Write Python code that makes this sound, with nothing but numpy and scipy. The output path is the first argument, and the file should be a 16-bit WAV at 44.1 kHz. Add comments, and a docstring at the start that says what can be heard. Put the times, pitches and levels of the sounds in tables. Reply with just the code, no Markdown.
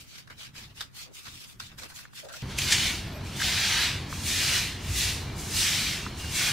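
"""Quick swishes, then sweeping the yard

Quick, quiet rasping swishes, probably sped-up broom sweeps, are shaped noise in three bands; soft rubs and
fork clicks on a steel tray of meat are noise bursts through resonances, over a murky low rumble.
Then an open rumble with a faint engine drone takes over at once, under the long rushing noise strokes
of what is most likely a stiff broom. Resonant ticks, one bright crackle, a two-mode thump, thin wavering
tones and one very high rustling band dot the scene.
"""
import sys
import numpy as np
from scipy import signal
from scipy.fft import rfft, irfft, next_fast_len
from scipy.io import wavfile
from scipy.ndimage import uniform_filter1d, map_coordinates

SR = 44100
rng = np.random.default_rng(int(sys.argv[2]) if len(sys.argv) > 2 else 0)


def master_out(mix):
    """Clip the mix to full scale and print it as 16-bit PCM to the path in sys.argv[1]."""
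    frames = np.transpose(np.atleast_2d(mix))
    ceiling = np.clip(frames, -1, 1)
    pcm = np.round(ceiling * 32767).astype(np.int16)
    wavfile.write(sys.argv[1], SR, pcm)


N = 287532
T = np.arange(N) / SR
SIZE = next_fast_len(N)
HZ = np.maximum(np.arange(SIZE // 2 + 1) * SR / SIZE, 1)
OPEN_S = 2.423  # the open yard takes over from the quick swishes
TOP_HZ = 15620

# Event levels below are set before the gain of their layer.
# Quick swishes: start_s (full pressure), hold_s, attack_s, level_db, swell_db (over the hold),
# body_db and edge_db (relative to level)
QUICK_STROKES = [(0.0, 0.019, .05, -52.5, 0, -15, -2), (.125, 0.069, 0.11, -52, 4.5, -11, -6),
                 (.304, 0.019, 0.011, -55.5, -1, 0.5, -8), (.412, 0.047, 0.051, -48, -1, -11.5, -8),
                 (.565, 0.082, .025, -49, -5, -8, -7.5), (.708, .008, .03, -61, -6, -6, -21),
                 (.78, 0.045, 0.034, -47.5, 1.5, -9, -6.5), (.973, 0.06, 0.036, -46, 0, -13, -4.5),
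                 (1.158, 0.035, 0.036, -50, 1.5, -13, -2), (1.26, 0.025, 0.056, -48.5, 1, -11.5, -6.5),
                 (1.34, .033, .08, -50, 1, -15, -6), (1.42, .027, .06, -50, -0.5, -10.5, -5),
                 (1.496, 0.023, 0.046, -57, 0, -6, 2), (1.603, 0.061, 0.011, -49.5, 0, -15, -6.5),
                 (1.718, .008, .04, -60.5, -1, -0.5, -12), (1.788, 0.058, 0.013, -48, -1, -5.5, -4.5),
                 (1.902, .012, 0.021, -54.5, -3, 0, 0), (1.965, 0.037, 0.033, -50.5, -0.5, -12, -0.5),
                 (2.02, .025, .04, -58, 1, -1.5, -5), (2.172, 0.026, 0.042, -46.5, 2.5, -12.5, -3.5),
                 (2.252, 0.0065, 0.027, -56.5, -3, -2, -3), (2.295, .012, .02, -57.5, -6, 2, -4),
                 (2.338, 0.028, 0.025, -46.5, 2, -10, -3.5), (2.412, .015, 0.055, -46.5, 7, -7, -10)]
# Broom strokes: start_s (full pressure), hold_s, attack_s, level_db, swell_db (over the hold),
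# body_db and edge_db (relative to level)
SWEEPS = [(2.59, 0.26, 0.019, -29.5, 5, -11, -8), (3.44, 0.37, 0.078, -25.5, 2.5, -10, -11.5),
          (4.31, 0.25, 0.1, -27, 4, -13, -8), (5.015, 0.038, 0.11, -28.5, 0, -13, -5.5),
          (5.62, 0.29, 0.12, -28, -5.5, -12, -7.5), (6.405, 0.068, 0.1, -26.5, 0.5, -9.5, -7)]
# Bristles landing lightly before a sweep: start_s (full pressure), level_db, edge_db (relative to level)
BRISTLE_TOUCHES = [(2.51, -43.5, -12.5), (3.275, -48, -7), (4.135, -44, -3), (4.85, -44.5, -6.5),
                   (5.405, -46, 0), (6.205, -42.5, -6)]
TOUCH_HOLD_S, TOUCH_ATTACK_S, TOUCH_BODY_DB = 0.1, 0.051, -10
# Attack and release times span 20 dB, less the easing near full pressure
QUICK_RELEASE_S, SWEEP_RELEASE_S = 0.052, 0.19
# Quiet noise bed between strokes: body_db, middle_db, edge_db
QUICK_REST, SWEEP_REST = (-68.5, -75, -85), (-53, -48.5, -63.5)
# Colour of the quick swishes: frequency_hz, density_db (per Hz)
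QUICK_RASP = [(300, -9.5), (850, -10.5), (1250, -6.5), (1500, -5), (1750, -6.5), (2600, -2.5), (3300, -3.5),
              (4500, -4), (7000, -9.5), (10000, -14.5), (15500, -19)]
# Colour of the broom rasp: frequency_hz, density_db (per Hz)
BROOM_RASP = [(300, -29), (650, -14), (1100, -12), (1600, -4.5), (2350, 0.5), (3000, 0), (4200, -0.5),
              (6000, -5), (8000, -10), (11000, -15.5), (15500, -22.5)]
# Stereo width of the broom: frequency_hz, side_db (relative to mid)
BROOM_WIDTH = [(600, -21), (1400, -32), (2100, -23), (2800, -13.5), (4400, -9.5), (8000, -2.5), (11000, 1),
               (14000, 6)]
# Fork clicks on the tray: start_s, level_db, contact_s, brightness_db (per octave)
FORK_CLICKS = [(0.274, -48, 0.0061, -7), (0.3, -45.5, 0.009, -19), (0.413, -49, 0.0046, -1),
               (0.553, -49, 0.004, -13), (0.807, -31.5, 0.0087, 2.5), (.952, -51, 0.0074, 5),
               (1.256, -46, 0.029, -8), (1.599, -34, 0.0055, 0.5), (1.785, -40.5, 0.0058, 1),
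               (1.833, -39, 0.0046, -2), (1.988, -43, 0.0061, -2), (2.132, -50, 0.0048, -7),
               (2.286, -45, 0.0052, 1)]
# Resonances of the tray, damped by the meat: pitch_hz, width_hz, level_db
TRAY_MODES = [(1260, 160, -2), (1520, 370, 7), (2650, 500, -16), (3670, 410, 6.5), (4700, 260, 3),
              (7800, 3000, -36)]
# Dull rubs and squelches: start_s, length_s, pitch_hz, width_hz, level_db
RUBS = [(1.051, 0.089, 386, 600, -59), (1.811, 0.066, 400, 600, -55), (2.224, 0.064, 575, 260, -46.5),
        (2.268, 0.13, 590, 260, -54), (2.299, .032, 1430, 220, -49)]
# Small ticks and knocks: start_s, level_db, pitch_hz, width_hz, decay_s
TICKS = [(2.052, -42, 1460, 350, 0.0046), (2.338, -43, 1450, 200, 0.013), (2.585, -28, 2410, 600, 0.012),
         (2.586, -27, 6460, 5960, 0.0078), (2.618, -25, 2980, 2500, 0.0042),
         (3.400, -29, 1580, 300, 0.0048), (3.416, -23.5, 1660, 300, 0.0045),
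         (4.127, -28, 1230, 650, 0.0022), (6.064, -30, 1190, 380, 0.0038), (6.243, -39, 1600, 400, .006)]
# Thin faint wavering tones, and one very high rustling band, perhaps an insect:
# start_s, length_s, pitch_hz, waver_hz (rms), level_db
FAINT_TONES = [(3.06, 0.19, 635, 60, -47.5), (3.065, 0.13, 12400, 220, -57),
               (3.082, 0.21, 2440, 7.3, -54.5), (5.222, .2, 2360, 11, -54), (5.963, 0.12, 2730, 4.7, -46),
               (6.185, .16, 2812, 3.3, -44)]
# Colour of the open yard rumble: frequency_hz, density_db (per Hz)
YARD_COLOUR = [(20, -18), (40, -8.5), (60, -1.5), (90, 0), (112, -4.5), (135, -1.5), (170, -8), (200, -6.5),
               (250, -11.5), (370, -14.5), (520, -23), (1000, -22), (2000, -32), (6000, -53)]
# Stereo width of the diffuse outdoor air: frequency_hz, side_db (relative to mid)
AIR_WIDTH = [(110, -42.5), (200, -19.5), (400, -9), (800, -7), (1600, -7.5), (4000, 5)]
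# Centre level of the murky rumble under the quick swishes: time_s, level_db
MURK_CENTRE = [(0.0, -55.5), (0.07, -56), (0.09, -68), (0.37, -56), (0.39, -63), (0.63, -53), (1.24, -70),
               (1.28, -52.5), (1.38, -55), (1.42, -71), (1.47, -57), (1.5, -69), (1.58, -54), (1.78, -54),
               (1.84, -61), (2.4, -66)]
# Colour of the murky rumble: frequency_hz, density_db (per Hz)
MURK_COLOUR = [(20, -8), (50, -4.5), (130, 0.5), (200, -8.5), (300, -13.5), (600, -29.5), (1200, -28),
               (4000, -39)]


def quick_strokes():
    """Quick, quiet rasping swishes, probably sped-up broom sweeps: patchy noise with fast level grit."""
    grit = patchy(rng.standard_normal((2, N)), spread_db=3.5, patch_hz=300, patch_s=0.025)
    grit = grit * undb(0.78 * walk(900))
    gains = pressure(QUICK_STROKES, QUICK_REST, QUICK_RELEASE_S, ease=0.092, edge_lead=0.25,
                     body_lag=1.2, edge_lag=0.86, body_rise_db=0.5, edge_drop_db=1)
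    return strokes(grit, gains, QUICK_RASP, chatter_db=1.0, chatter_rate=160,
                   echo=0.17, edge_db=0.4, edge_hz=6240)


def forks(ring_db, ring_s, gain_db):
    """Tines chatter on the tray for a few ms; the meat damps the ring that follows."""
    out = np.zeros((2, N))
    t = T[:SR // 5]
    for at, db, contact, tilt in FORK_CLICKS:
        tail = undb(ring_db) * np.exp(-(t - contact) / ring_s)
        push = np.where(t < contact, 1, tail)
        chatter = rng.standard_normal((2, len(t)))
        ring = 0
        for hz, width, mode_db in TRAY_MODES:
            mode_gain = undb(mode_db + tilt * np.log2(hz / 3000))
            ring = ring + mode_gain * resonate(chatter, hz, width)
        start = int(at * SR)
        out[:, start:start + len(t)] += undb(db + gain_db) * unit(ring) * push
    return out


def rubs(gain_db):
    """Soft rubbing noises, each swelling in one dull resonance."""
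    out = np.zeros((2, N))
    for at, length, hz, width, db in RUBS:
        count, start = int(length * SR), int(at * SR)
        friction = rng.standard_normal((2, SR))
        rub = resonate(resonate(friction, hz, width), hz, width)[:, -count:]
        swell = signal.windows.tukey(count, 0.5)
        out[:, start:start + count] += undb(db + gain_db) * unit(rub) * swell
    return out


def broom():
    """The bristles touch down, then are pressed along the ground in a long sweep."""
    bristles = patchy(outdoor_noise(BROOM_WIDTH), spread_db=3.0, patch_hz=90.4, patch_s=0.06)
    touches = [(at, TOUCH_HOLD_S, TOUCH_ATTACK_S, db, 0, TOUCH_BODY_DB, edge_db)
               for at, db, edge_db in BRISTLE_TOUCHES]
    gains = pressure(SWEEPS + touches, SWEEP_REST, SWEEP_RELEASE_S, ease=0.19, edge_lead=0.26,
                     body_lag=1.03, edge_lag=0.9, body_rise_db=2, edge_drop_db=2.5)
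    return strokes(bristles, gains, BROOM_RASP, chatter_db=0.43, chatter_rate=50,
                   echo=0.096, edge_db=3.0, edge_hz=5670)


def pressure(rows, rest_db, release, ease, edge_lead, body_lag, edge_lag, body_rise_db, edge_drop_db):
    """Body, middle and edge gains: strokes attack, grow duller, release; edge comes and goes first."""
    t = T[::32]
    power = undb(rest_db)[:, None] ** 2 + np.zeros(len(t))

    def ramp(share):
        """dB lost along an attack or release, eased into and out of the hold."""
        return 20 * (np.hypot(np.maximum(share, 0), ease) - ease)

    for at, hold, attack, db, swell_db, body_db, edge_db in rows:
        along = np.clip((t - at) / hold, 0, 1) - 0.5
        held = db + swell_db * along
        early = (at - t) / attack
        rise = ramp(early)
        fade = ramp((t - at - hold) / release)
        body = held + body_db + body_rise_db * along - rise - fade / body_lag
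        middle = held - rise - fade
        edge_loss = (ramp(early - edge_lead) + fade) / edge_lag
        edge = held + edge_db - edge_drop_db * along - edge_loss
        power = power + undb([body, middle, edge]) ** 2
    return [np.interp(T, t, np.sqrt(band)) for band in power]


def strokes(noise, gains, rasp, chatter_db, chatter_rate, echo, edge_db, edge_hz):
    """Dense noise in three bands makes a rasp; each stroke sets its body and edge."""
    body, middle, edge = gains
    # a faint, randomly drifting echo colours the rasp
    lag_s = 0.001094 + 0.000226 * walk(2.5)
    delayed = np.array([np.interp(T - lag_s, T, channel) for channel in noise])
    noise = noise + echo * delayed
    low = 1 / (1 + (HZ / 1900) ** 8)
    high = 1 / (1 + (edge_hz / HZ) ** 8)
    bands = ((low, body), (1 - low - high, middle), (high, edge * undb(edge_db)))
    out = 0
    for share, gain in bands:
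        part = filtered(noise, colour(rasp) * share)
        out = out + part / np.std(part.mean(axis=0)) * gain
    # the level chatters unevenly
    return out * undb(chatter_db * walk(chatter_rate))


def patchy(x, spread_db, patch_hz, patch_s):
    """Random patches of louder and softer noise keep shifting the colour."""
    hz, t, cells = signal.stft(x, SR, nperseg=1024)
    where = np.meshgrid(hz / patch_hz, t / patch_s, indexing="ij")
    field = map_coordinates(rng.standard_normal((512, 512)), where, order=1, mode="mirror")
    return signal.istft(cells * undb(spread_db * field), SR)[1][:, :N]


def snag(at, db, rise, decay, side_db):
    """Something catches once, straight ahead, and springs free in a bright crackle."""
    swell = np.exp(-np.maximum((at - T) / rise, (T - at) / decay))
    mid, side = rng.standard_normal((2, N)) * undb(1.5 * walk(600))
    bright = colour([(900, -17), (2000, 6.5), (7500, 2), (15000, -20)])
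    crackle = filtered(pair(mid, undb(side_db) * side), bright)
    return unit(crackle) * swell * undb(db)


def ticks(gain_db, side_db):
    """Short knocks, each a decaying noise blow rung through one resonance."""
    out = np.zeros((2, N))
    t = T[:SR // 8]
    for at, db, hz, width, decay in TICKS:
        blow = rng.standard_normal((2, len(t))) * np.exp(-t / decay)
        ring = resonate(resonate(blow, hz, width), hz, 2 * width)
        # energy in proportion to the decay time
        mid, side = ring / np.sqrt(np.sum(ring ** 2, axis=1, keepdims=True) / (decay * SR / 2))
        start = int(at * SR)
        out[:, start:start + len(t)] += undb(db + gain_db) * pair(mid, undb(side_db) * side)
    return out


def thump(at, db, hz, decay):
    """A soft, deep bump with two low modes."""
    t = np.maximum(T - at, 0)
    deep = np.sin(2 * np.pi * hz * t) * np.exp(-t / decay)
    upper = 2.1 * np.sin(2 * np.pi * 92 * t) * np.exp(-t / 0.03)
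    soft_onset = 1 - np.exp(-t / 0.0049)
    return undb(db) * (deep + upper) * soft_onset


def faint_tones(gain_db, flutter_db):
    """Sines wavering in pitch and strength: thin tones, and a high rustling band where the waver is wide."""
    out = np.zeros(N)
    waver, flutter = walk(120), undb(flutter_db * walk(35))
    for at, length, hz, waver_hz, db in FAINT_TONES:
        count, start = int(length * SR), int(at * SR)
        span = slice(start, start + count)
        phase = 2 * np.pi * np.cumsum(hz + waver_hz * waver[span]) / SR
        note = np.sin(phase) * flutter[span]
        out[span] += undb(db + gain_db) * unit(note) * signal.windows.tukey(count, 0.3)
    return out


def rumble(db, hum_hz, hum_db):
    """Swaying low noise outdoors, with the wavering sine drone of a far engine."""
    air = unit(filtered(outdoor_noise(AIR_WIDTH), colour(YARD_COLOUR)))
    air = air * undb(0.7 * walk(3.09))
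    phase = 2 * np.pi * np.cumsum(hum_hz * (1 + 0.0211 * walk(9))) / SR
    drone = np.sin(phase) * undb(2.4 * walk(4.66))
    return undb(db) * air + undb(hum_db) * unit(drone)


def murk(whole_db, least_side_db):
    """Low noise wandering between centre and sides: as the centre weakens, the sides fill in."""
    centre = undb(np.interp(T, *np.transpose(MURK_CENTRE)))
    side_power = undb(whole_db) ** 2 - centre ** 2
    sides = np.sqrt(np.maximum(side_power, undb(least_side_db) ** 2))
    mid, side = unit(filtered(rng.standard_normal((2, N)), colour(MURK_COLOUR)))
    return pair(mid * centre, side * sides)


def outdoor_noise(width):
    """Noise whose side-to-mid balance follows frequency: narrow low down, wide in the top."""
    return pair(rng.standard_normal(N), filtered(rng.standard_normal(N), colour(width)))


def undb(db):
    """Decibels to gain."""
    return 10 ** (np.asarray(db) / 20)


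def unit(x):
    """Scale to rms 1."""
    return x / np.sqrt(np.mean(x ** 2))


def colour(points):
    """Gain at every frequency from (Hz, dB) points."""
    hz, db = np.transpose(points)
    return undb(np.interp(np.log(HZ), np.log(hz), db))


def filtered(x, gain):
    """Pass x through a frequency response."""
    return irfft(rfft(x, SIZE) * gain, SIZE)[..., :N]


def resonate(x, hz, width):
    """Two-pole resonance, gain 1 at the centre."""
    b, a = signal.iirpeak(min(hz, SR / 2 - 1), hz / width, fs=SR)
    return signal.lfilter(b, a, x)


def walk(rate):
    """Random drift of rms 1: a new level every 1 / rate s, with slewed steps."""
    hold = int(SR / rate)
    levels = np.repeat(rng.standard_normal(N // hold + 1), hold)
    return unit(uniform_filter1d(levels, hold)[:N])


def pair(mid, side):
    """Left and right from mid and side."""
    return np.array([mid + side, mid - side])


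def scene():
    """Quiet swishes and clicks give way at once to the open yard; ticks, crackle and tones lie on top."""
    quick = undb(-0.95) * quick_strokes() + undb(2.0) * murk(whole_db=-56.5, least_side_db=-67)
    quick = quick + rubs(gain_db=1.5) + forks(ring_db=-7, ring_s=0.022, gain_db=0.1)
    yard = undb(-2.0) * broom() + rumble(db=-37.0, hum_hz=89.7, hum_db=-46.0)
    yard = yard + thump(at=4.885, db=-27, hz=60.3, decay=0.15)
    catch = snag(at=2.724, db=-17.5, rise=0.01, decay=0.031, side_db=-24)
    ground = np.where(T < OPEN_S, quick, yard)
    return ground + ticks(gain_db=2.0, side_db=-30) + catch + faint_tones(gain_db=-2.5, flutter_db=4.5)


def record(dry):
    """A steep elliptic low-pass cuts the top."""
    return signal.sosfilt(signal.ellip(12, 0.1, 80, TOP_HZ, fs=SR, output="sos"), dry)


dry = scene()
out = record(dry)
master_out(out)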